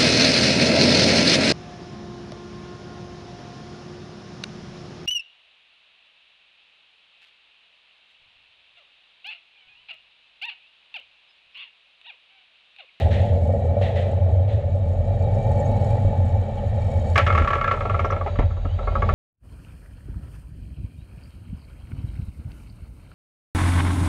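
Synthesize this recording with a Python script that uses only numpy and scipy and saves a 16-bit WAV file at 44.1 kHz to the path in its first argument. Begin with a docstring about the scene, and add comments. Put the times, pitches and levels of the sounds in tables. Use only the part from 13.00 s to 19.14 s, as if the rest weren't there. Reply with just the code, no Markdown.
"""In the front car of a roller coaster, rounding a bend in the open air. Rolling contact excites wheels
and steel rails into a roar, the chassis booms on its lowest modes, and air valves puff. On the lift the
anti-rollback pawl strikes the ratchet teeth, slower and slower, until the chain catches the train with
a clunk and the clatter picks up again over the drive's faint whine."""
import sys
import numpy as np
from scipy import signal
from scipy.fft import rfft, irfft, next_fast_len
from scipy.io import wavfile
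from scipy.ndimage import uniform_filter1d

SR = 44100
rng = np.random.default_rng(int(sys.argv[2]) if len(sys.argv) > 2 else 0)


def put_to_file(sound):
    """Save the sound as 16-bit audio at rate SR, in the file named by the first command-line argument."""
    columns = np.atleast_2d(sound).T  # one column per channel
    safe = np.clip(columns, -1, 1)
    whole_steps = np.round(safe * 32767)
    wavfile.write(sys.argv[1], SR, whole_steps.astype(np.int16))


N = 270774
TIME = np.arange(N) / SR

# wheel load, greatest in the dip before the lift: t/s, gain of the wheel modes/dB
WHEEL_LOAD = [(0, -1), (1.0, -7), (2.1, 0), (2.6, 6.5), (3.1, 8.5), (4.1, 4.5), (5.3, -1.5), (6.14, 3)]
# uneven spots in the rails: t/s, peak level/dB
RAIL_BUMPS = [(0.491, -15), (0.536, -14.5), (0.766, -17), (0.812, -13), (1.637, -25), (3.047, -21.5)]
# chain running in its trough: t/s, level/dB
CHAIN_LEVEL = [(5.2, -77), (5.3, -58), (5.55, -63), (6.14, -58)]


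def wheels(contact_cutoff_hz=879.0):
    """Rolling noise: surface roughness excites rail and wheel modes, and the body drones along."""
    roar_level = [(0, -27), (0.9, -26.5), (1.6, -32), (2.1, -31.5), (2.45, -26.5), (2.82, -26), (3.1, -30),
                  (3.5, -33.5), (4.15, -31), (5.1, -35), (5.62, -46.5), (6.14, -29.5)]  # rolling roar: t/s, level/dB
    rail_modes = [(420.6, 41, -10), (475, 16, -3.5), (545, 38.7, 0), (574, 21.6, 3), (662, 72, -5)]  # rail resonances: f/Hz, bandwidth/Hz, gain/dB
    wheel_modes = [(802, 70, -11.5), (846, 32, -8.5)]  # wheel resonances: f/Hz, bandwidth/Hz, gain/dB
    drone_spectrum = [(80, -23), (120, 9.5), (175, -4.5), (212, 0), (255, -9), (310, -18.5), (400, -23),
                      (600, -29)]  # body drone: f/Hz, relative level/dB
    (roar_db,), (load_db,) = in_time(roar_level), in_time(WHEEL_LOAD)
    roar = resonate(rail_modes) + from_db(load_db) * resonate(wheel_modes)
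    roar = butter(roar, 329, "high", order=3)
    roar = from_db(roar_db + 1.67 * drift(26)) * steady(roar, 0.31)
    # the contact patch averages out any roughness shorter than itself
    roar = butter(roar * wheel_hops(), contact_cutoff_hz, "low", order=18)
    drone_db = roar_db - 1 + 0.25 * load_db
    return roar + from_db(drone_db) * steady(noise(drone_spectrum), 0.13)


def wheel_hops(lead_s=0.01, length_s=0.012, relief=0.53):
    """Contact loss: the share of the roar left while a wheel skips, just before it lands from a bump."""
    airborne = sum(np.exp(-((TIME - s + lead_s) / length_s) ** 2) for s, _ in RAIL_BUMPS)
    return 1 - np.clip(relief * airborne, 0, 1)


def chassis():
    """Forced vibration: shaken by the track, the car booms and rocks on its two lowest resonances."""
    boom_level = [(0, -16), (1.05, -21.5), (1.33, -15), (1.6, -20), (2.8, -20), (3.38, -17), (3.52, -32.5),
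                  (3.65, -22), (4.44, -17.5), (4.5, -29.5), (4.78, -29.5), (4.92, -21.5), (5.33, -27.5),
                  (5.51, -15.5), (5.58, -32.5), (5.67, -18.5), (5.82, -29), (6.14, -19)]  # chassis boom: t/s, level/dB
    boom_pitch = [(0, 90.05), (1.1, 85.67), (2.1, 96.67), (3.1, 95.5), (4.4, 87.15), (6.14, 85.86)]  # centre of the chassis resonance: t/s, f/Hz
    sway_level = [(0, -35), (1.5, -41), (1.95, -29), (4.4, -33.5), (5.3, -33), (5.45, -28), (6.14, -23)]  # car rocking on its wheel sets: t/s, level/dB
    (boom_db,), (boom_hz,), (sway_db,) = in_time(boom_level), in_time(boom_pitch), in_time(sway_level)
    boom = wobble(boom_hz, half_width_hz=16.3, span_s=1.0)
    boom = steady(butter(boom, 72.3, "high", order=6), span_s=0.24)
    sway = wobble(42.5, half_width_hz=7, span_s=0.26)
    return from_db(boom_db) * boom + from_db(sway_db) * sway


def ratchet(chink_lag_s=0.0076, coasting_top_hz=3800, pulled_top_hz=2250):
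    """Impact noise: each drop or rebound of the pawl rings, cracks, chinks the linkage, knocks the car."""
    # pawl impacts: t/s, steel ring level/dB, crack level/dB, body knock level/dB
    impacts = [(4.157, -19, -21, -28), (4.1769, -17, -18.0, -21), (4.194, -22, -35, -33),
               (4.2644, -23, -26.5, -28.5), (4.275, -21, -32, -31), (4.301, -18, -37, -31),
               (4.3245, -25.5, -34, -34), (4.349, -20, -29.5, -29), (4.376, -17.5, -28.5, -28.5),
               (4.396, -36, -35, -28.5), (4.419, -25, -36, -38), (4.445, -25.5, -38, -33.5),
               (4.4739, -19.5, -30, -45), (4.5037, -21.5, -33, -32), (4.531, -19.5, -29, -29),
               (4.553, -22.5, -37.5, -29), (4.581, -27.5, -45, -40), (4.611, -20.5, -35.5, -42),
               (4.6419, -20.5, -35.5, -38), (4.6762, -19, -31.5, -36), (4.711, -18.5, -30, -28),
               (4.736, -27, -43, -28.5), (4.771, -31, -61, -38), (4.806, -26.5, -39, -30),
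               (4.852, -26.5, -44, -28), (4.895, -24, -37, -31.5), (4.942, -22.5, -39, -30),
               (4.992, -23.0, -35, -29.5), (5.044, -24, -38, -25), (5.101, -25.5, -42, -31),
               (5.1217, -25, -39, -27.5), (5.162, -31.0, -45, -31), (5.21, -27.5, -50, -32),
               (5.261, -41, -43, -26), (5.272, -34.5, -43, -38), (5.355, -38, -46.5, -39),
               (5.388, -33, -34.5, -23.5), (5.422, -43, -47, -41), (5.504, -42, -57, -44),
               (5.567, -47, -61, -42), (5.65, -36.5, -53, -36.5), (5.787, -34.5, -50, -34.5),
               (5.827, -43, -55, -38.5), (5.873, -27, -57, -29.5), (5.919, -43, -58, -35),
               (5.952, -22, -49, -29), (6.021, -21.5, -41, -27), (6.0885, -20.5, -36, -27.5)]
    crack_spectrum = [(900, -2.5), (1200, 1.5), (1520, 4), (1700, 11.5), (2200, 11), (3300, -2.5),
                      (4000, -11), (5600, -20.5), (6700, -22), (8500, -41.5), (15000, -45)]  # crack of the pawl: f/Hz, relative level/dB
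    knock_spectrum = [(250, -18), (400, -0.5), (490, 0), (565, 7), (640, 2), (750, -2.5), (860, -3),
                      (980, -7.5), (1400, -23), (2500, -46)]  # hollow knock in the car body: f/Hz, relative level/dB
    times, ring_db, crack_db, knock_db = np.transpose(impacts)
    steel = np.zeros(N)
    for s, db in zip(times, ring_db):
        top_hz = coasting_top_hz if s < CHAIN_LEVEL[0][0] else pulled_top_hz  # duller at chain speed
        add(steel, s, from_db(db) * pawl_ring(top_hz))
    crack = steady(noise(crack_spectrum), 0.006)
    crack *= impact_envelope(times, crack_db, contact_s=0.0073, tail_s=0.033, tail_db=-2.0)
    chink = rms_one(butter(rng.standard_normal(N), [4800, 7200], "band"))
    chink_times, chink_db = times + chink_lag_s, crack_db - 24.5
    chink *= impact_envelope(chink_times, chink_db, contact_s=0.0037, tail_s=0.011, tail_db=-5.5)
    knock = steady(noise(knock_spectrum), 0.01)
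    knock *= impact_envelope(times, knock_db, contact_s=0.02, tail_s=0.066, tail_db=-9.0)
    return steel + crack + chink + knock + first_strike()


def pawl_ring(top_hz, scrape=0.048, contact_s=0.0087):
    """Free vibration: a blow and a brief skid start the pawl's modes, which beat as they decay."""
    pawl_modes = [(1136.6, 1.5, 0.074), (1274, 2, 0.069), (1348, -2, 0.14), (1470, -16.5, 0.072),
                  (1622, -9.5, 0.068), (1717, -16.5, 0.14), (2045, -21.5, 0.071), (2167, -12.5, 0.12),
                  (2310, -25.5, 0.16), (2470, -28, 0.33), (3356, -25.5, 0.065)]  # steel pawl: f/Hz, relative level/dB, T60/s
    age = TIME[:SR // 4]
    force = (age == 0) + scrape * rng.standard_normal(len(age)) * np.exp(-(age / contact_s) ** 2)
    # modes alternate in sign; each tooth is met at another spot, so strength and pitch vary
    steel = sum((-1) ** k * ring(force, [mode], spread_db=2, detune=0.005)
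                for k, mode in enumerate(pawl_modes))
    steel = butter(steel, [850, top_hz], "band")
    return steel / np.sqrt(np.mean(steel[:SR // 80] ** 2))


def impact_envelope(times, levels_db, contact_s, tail_s, tail_db):
    """Incoherent sum: many close modes give a burst and a short tail at each impact, adding in power."""
    age, power = TIME[:SR // 3], np.zeros(N)
    burst = np.exp(-(age / contact_s) ** 2) + from_db(tail_db) * np.exp(-age / tail_s)
    burst *= 1 - np.exp(-age / 0.0006)
    for s, db in zip(times, levels_db):
        add(power, s, (from_db(db) * burst) ** 2)
    return np.sqrt(power)


def first_strike(s=4.179, db=-23, fade_s=0.0029):
    """Broadband transient: the pawl's first full blow on the rack snaps brightly."""
    out, age = np.zeros(N), TIME[:SR // 10]
    snap = butter(rng.standard_normal(len(age)), 1500, "high")
    snap = butter(snap, 4100, "low")
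    add(out, s, from_db(db) * rms_one(snap) * np.exp(-age / fade_s))
    return out


def jolts(contact_s=0.012, rattling=0.057):
    """Shock excitation: as slack is taken up, a dull blow rings the low modes of the whole car."""
    blows = [(3.047, -15), (4.413, -11.5), (5.39, -4), (5.425, -15.5), (5.656, -17)]  # jolts through the coupling and the chain dog: t/s, peak level/dB
    car_modes = [(47, -6.5, 0.22), (81, -3, 0.11), (135, -2, 0.061), (230, -7, 0.057), (270, -16, 0.054),
                 (394, -9.5, 0.034), (575, -20.5, 0.21), (680, -25, 0.083)]  # car body: f/Hz, relative level/dB, T60/s
    out, age = np.zeros(N), TIME[:SR // 2]
    for s, db in blows:
        force = (age == 0) + rattling * rng.standard_normal(len(age)) * np.exp(-age / contact_s)
        thud = butter(ring(force, car_modes, spread_db=4.5), 740, "low")
        add(out, s, from_db(db) * thud / np.abs(thud).max())
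    return out


def bumps():
    """Impulse response: a wheel knocks over an uneven spot in the rail."""
    struck_modes = [(480, -9.5, 0.023), (566, 8, 0.076), (682, -5, .03), (820, -13.5, 0.036)]  # struck wheel: f/Hz, relative level/dB, T60/s
    out, blow = np.zeros(N), 1.0 * (TIME[:SR // 4] == 0)
    for s, db in RAIL_BUMPS:
        knock = butter(ring(blow, struck_modes, spread_db=3.5), [440, 780], "band", order=3)
        add(out, s, from_db(db) * knock / np.abs(knock).max())
    return out


def air_valves(opening_s=0.0086):
    """Jet noise: short puffs of compressed air die away in the timber frame."""
    puffs = [(-.03, -33.5, 0.071), (0.104, -34, 0.11), (0.81, -34.5, 0.077), (0.952, -37, 0.077),
             (1.477, -45, 0.1)]  # valve openings: t/s, level/dB, decay time constant/s
    puff_spectrum = [(900, -8.5), (1450, -7), (1900, 5), (2150, -3), (2700, -1), (3900, -4.5),
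                     (4900, -20.5), (7000, -25.5), (14000, -46)]  # escaping air: f/Hz, relative level/dB
    power = 0
    for s, db, fade_s in puffs:
        age = np.maximum(TIME - s, 0)
        power += (from_db(db) * (1 - np.exp(-age / opening_s)) * np.exp(-age / fade_s)) ** 2
    return np.sqrt(power) * noise(puff_spectrum)


def valve_pipe(s=0.96, hz=1990, db=-42, fade_s=0.061):
    """Pipe resonance: one puff of air makes its pipe ring briefly."""
    age = np.maximum(TIME - s, 0)
    return from_db(db) * (TIME > s) * np.exp(-age / fade_s) * wobble(hz, half_width_hz=20, span_s=0.1)


def floor_pan(hz=210):
    """Panel resonance: the car's floor hums on one mode when the dip loads it."""
    load_db, = in_time(WHEEL_LOAD)
    return from_db(-50 + 1.47 * load_db) * wobble(hz, half_width_hz=15, span_s=0.2)


def bearings(flicker_db=2.5, wander=0.012):
    """Friction noise: the wheel bearings hiss, and their narrow resonances sing up and fade by turns."""
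    levels = [(0, -60.5, 1), (1.0, -52.5, -2), (1.7, -57.5, -4), (2.4, -53.5, 0.5), (2.85, -50.5, -2),
              (3.35, -53.5, -2.5), (4.1, -52, 0), (5.0, -48, -17), (5.55, -55.5, -18), (6.14, -48.5, -2.5)]  # bearing noise: t/s, hiss level/dB, singing level re hiss/dB
    bearing_modes = [(1270, 260, -6.5), (1816, 190, 7), (2287, 110, 7), (3120, 110, -1.5),
                     (3810, 150, -0.5)]  # bearing resonances: f/Hz, bandwidth/Hz, relative level/dB
    hiss_spectrum = [(600, -21), (1100, 6.5), (1500, 0.5), (2600, -2.5), (4000, -7), (4900, -18.5),
                     (7000, -21), (14000, -38)]  # bearing hiss: f/Hz, relative level/dB
    hiss_db, sing_db = in_time(levels)
    singing = 0
    for hz, width_hz, db in bearing_modes:
        tone = wobble(hz * (1 + wander * drift(4)), width_hz / 2, span_s=0.16)
        singing += from_db(db + flicker_db * drift(24)) * tone
    return from_db(hiss_db) * (noise(hiss_spectrum) + from_db(sing_db) * rms_one(singing))


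def linkage_ticks(fade_s=0.0092):
    """Damped transients: the linkage behind the pawl chinks just after the pawl lands."""
    ticks = [(4.999, -58), (5.051, -50), (5.107, -47)]  # bright ticks of the linkage: t/s, level/dB
    out, age = np.zeros(N), TIME[:SR // 10]
    for s, db in ticks:
        chink = rms_one(butter(rng.standard_normal(len(age)), [5000, 6100], "band"))
        add(out, s, from_db(db) * chink * np.exp(-age / fade_s))
    return out


def flange_squeaks(length_s=0.01, half_width_hz=230):
    """Stick-slip: each slip of a flange on the rail sings briefly on one rough rim resonance."""
    slips = [(2.603, 7170, -54), (2.66, 6550, -53), (3.588, 3070, -50)]  # flange slips: t/s, f/Hz, level/dB
    return sum(from_db(db) * np.exp(-((TIME - s) / length_s) ** 2)
               * wobble(hz, half_width_hz, span_s=0.02) for s, hz, db in slips)


def flange_clinks(wheel_count=4, touches_per_s=220, spread_db=3.4, t60_s=0.022, mistuning=0.017):
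    """Shot noise: grit and flanges, mostly faint, strike rims that are each tuned a little differently."""
    rim_modes = [(4450, 0), (5330, -6.5), (5650, -10.5), (6630, -4), (7080, -0.5), (7900, -5.5),
                 (8580, -9.5), (9380, -14), (10150, -13.5), (11150, -14)]  # wheel rims: f/Hz, relative level/dB
    clink_level = [(0.5, -65), (1.7, -71.5), (2.6, -60.5), (2.9, -61), (3.3, -68), (4.15, -59), (5.4, -85)]  # clinking of all rims together: t/s, level/dB
    rims, touches = 0, touches_per_s * N // SR
    for tuning in 1 + mistuning * np.linspace(-1, 1, wheel_count):
        at = rng.integers(0, N, touches)
        sizes = from_db(spread_db * np.minimum(rng.exponential(1, touches), 4))
        for hz, db in rim_modes:  # each mode answers a touch with its own strength
            force = np.full(N, 1e-18)
            force[at] = sizes * rng.standard_normal(touches)
            rims += ring(force, [(hz * tuning, db, t60_s)])
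    level_db, = in_time(clink_level)
    swell_db = 1.6 * drift(7)  # the flanges press and ease as the car hunts
    return from_db(level_db + swell_db) * steady(butter(rims, 3500, "high"), 0.5)


def chain():
    """Sliding friction: the chain excites its steel trough, whose resonances swell and fade by turns."""
    trough_modes = [(3200, 700, 1), (3830, 220, 3.5), (4570, 110, -2.5), (6600, 600, -7.5), (7100, 90, -16)]  # steel trough: f/Hz, bandwidth/Hz, relative level/dB
    level_db, = in_time(CHAIN_LEVEL)
    trough = sum(from_db(db + 2 * drift(20)) * wobble(hz, width_hz / 2, span_s=0.2)
                 for hz, width_hz, db in trough_modes)
    return from_db(level_db) * (TIME > CHAIN_LEVEL[0][0]) * rms_one(trough)


def lift_drive(half_width_hz=75):
    """Machine tones: the drive's rough whine and its partial a fifth above rise with the chain speed."""
    run_up = [(5.63, 1700, -76, -76), (5.7, 1950, -69, -60), (5.78, 2280, -69, -68), (5.87, 2830, -68, -62),
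              (5.99, 3370, -62, -69), (6.14, 3520, -64, -70)]  # drive gathering speed: t/s, f/Hz, level at f/dB, level at 1.5 f/dB
    hz, low_db, high_db = in_time(run_up)
    whine = sum(from_db(db + 3.4 * drift(20)) * wobble(f, half_width_hz, span_s=0.2)
                for f, db in ((hz, low_db), (1.5 * hz, high_db)))
    return (TIME > run_up[0][0]) * whine


def resonate(modes):
    """Random excitation: each two-pole resonator is fed by its own roughness noise."""
    out = 0
    for hz, width_hz, db in modes:
        r = np.exp(-np.pi * width_hz / SR)
        poles = [1, -2 * r * np.cos(2 * np.pi * hz / SR), r * r]
        out += from_db(db) * (1 - r * r) / 2 * signal.lfilter([1, 0, -1], poles, rng.standard_normal(N))
    return out


def ring(force, modes, spread_db=0, detune=0):
    """Modal superposition: a force starts damped sinusoids, with optional scatter in level and pitch."""
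    out = 0
    for hz, db, t60 in modes:
        r = from_db(-60 / (t60 * SR))
        w = 2 * np.pi * hz * (1 + detune * rng.normal()) / SR
        gain = from_db(db + spread_db * rng.normal())
        out += gain * signal.lfilter([0, np.sin(w)], [1, -2 * r * np.cos(w), r * r], force)
    return out


def wobble(hz, half_width_hz, span_s):
    """Narrow-band noise: a randomly shaken resonance whose centre may move; rms 1."""
    phase = 2 * np.pi * np.cumsum(hz * np.ones(N)) / SR
    return steady(drift(half_width_hz) * np.cos(phase) + drift(half_width_hz) * np.sin(phase), span_s)


def noise(spectrum):
    """Spectral shaping: white noise takes on a smooth spectrum; rms 1."""
    hz, db = np.transpose(spectrum)
    bins = np.fft.rfftfreq(N, 1 / SR) + 1
    gain = from_db(np.interp(np.log(bins), np.log(hz), db, left=-90, right=-90))
    return rms_one(irfft(gain * rfft(rng.standard_normal(N)), N))


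def drift(rate_hz):
    """Random modulation: low-pass noise of rms 1, drawn at every 32nd sample."""
    count = next_fast_len(N // 32 + 2)
    bins = np.fft.rfftfreq(count, 32 / SR)
    slow = irfft(rfft(rng.standard_normal(count)) / (1 + (bins / rate_hz) ** 4), count)
    return np.interp(np.arange(N) / 32, np.arange(count), rms_one(slow))


def steady(x, span_s):
    """Division by the running rms evens out swells slower than the span."""
    size = int(span_s * SR / 2) + 1
    return x / np.sqrt(uniform_filter1d(uniform_filter1d(x ** 2, size), size) + 1e-12)


def butter(x, hz, kind, order=2):
    """Causal Butterworth filter."""
    return signal.sosfilt(signal.butter(order, np.clip(hz, 10, 0.45 * SR), kind, fs=SR, output="sos"), x)


def from_db(db):
    """Level to amplitude ratio."""
    return 10 ** (np.asarray(db) / 20)


def rms_one(x):
    """Normalisation to unit power."""
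    return x / np.sqrt(np.mean(x ** 2) + 1e-20)


def in_time(rows):
    """Linear interpolation of each column after t/s, sample by sample."""
    s, *columns = np.transpose(rows)
    return [np.interp(TIME, s, column) for column in columns]


def add(out, s, sound):
    """Superposition of a sound from time s on."""
    at = max(round(s * SR), 0)
    out[at:at + len(sound)] += sound[:N - at]


def scene():
    """Free-field superposition: all sources add at the car, in one channel."""
    rolling = chassis() + floor_pan() + wheels() + bumps() + bearings()
    flanges = flange_clinks() + flange_squeaks()
    air = air_valves() + valve_pipe()
    lift = ratchet() + linkage_ticks() + jolts() + chain() + lift_drive()
    return (rolling + flanges + air + lift)[None]


def record(dry):
    """Band limiting and soft saturation: cut the deepest bass, round the peaks, cut the top."""
    ceiling = 0.65
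    rounded = ceiling * np.tanh(butter(dry, 19, "high", order=3) / ceiling)
    return butter(rounded, 15000, "low", order=14)


dry = scene()
out = record(dry)
put_to_file(out)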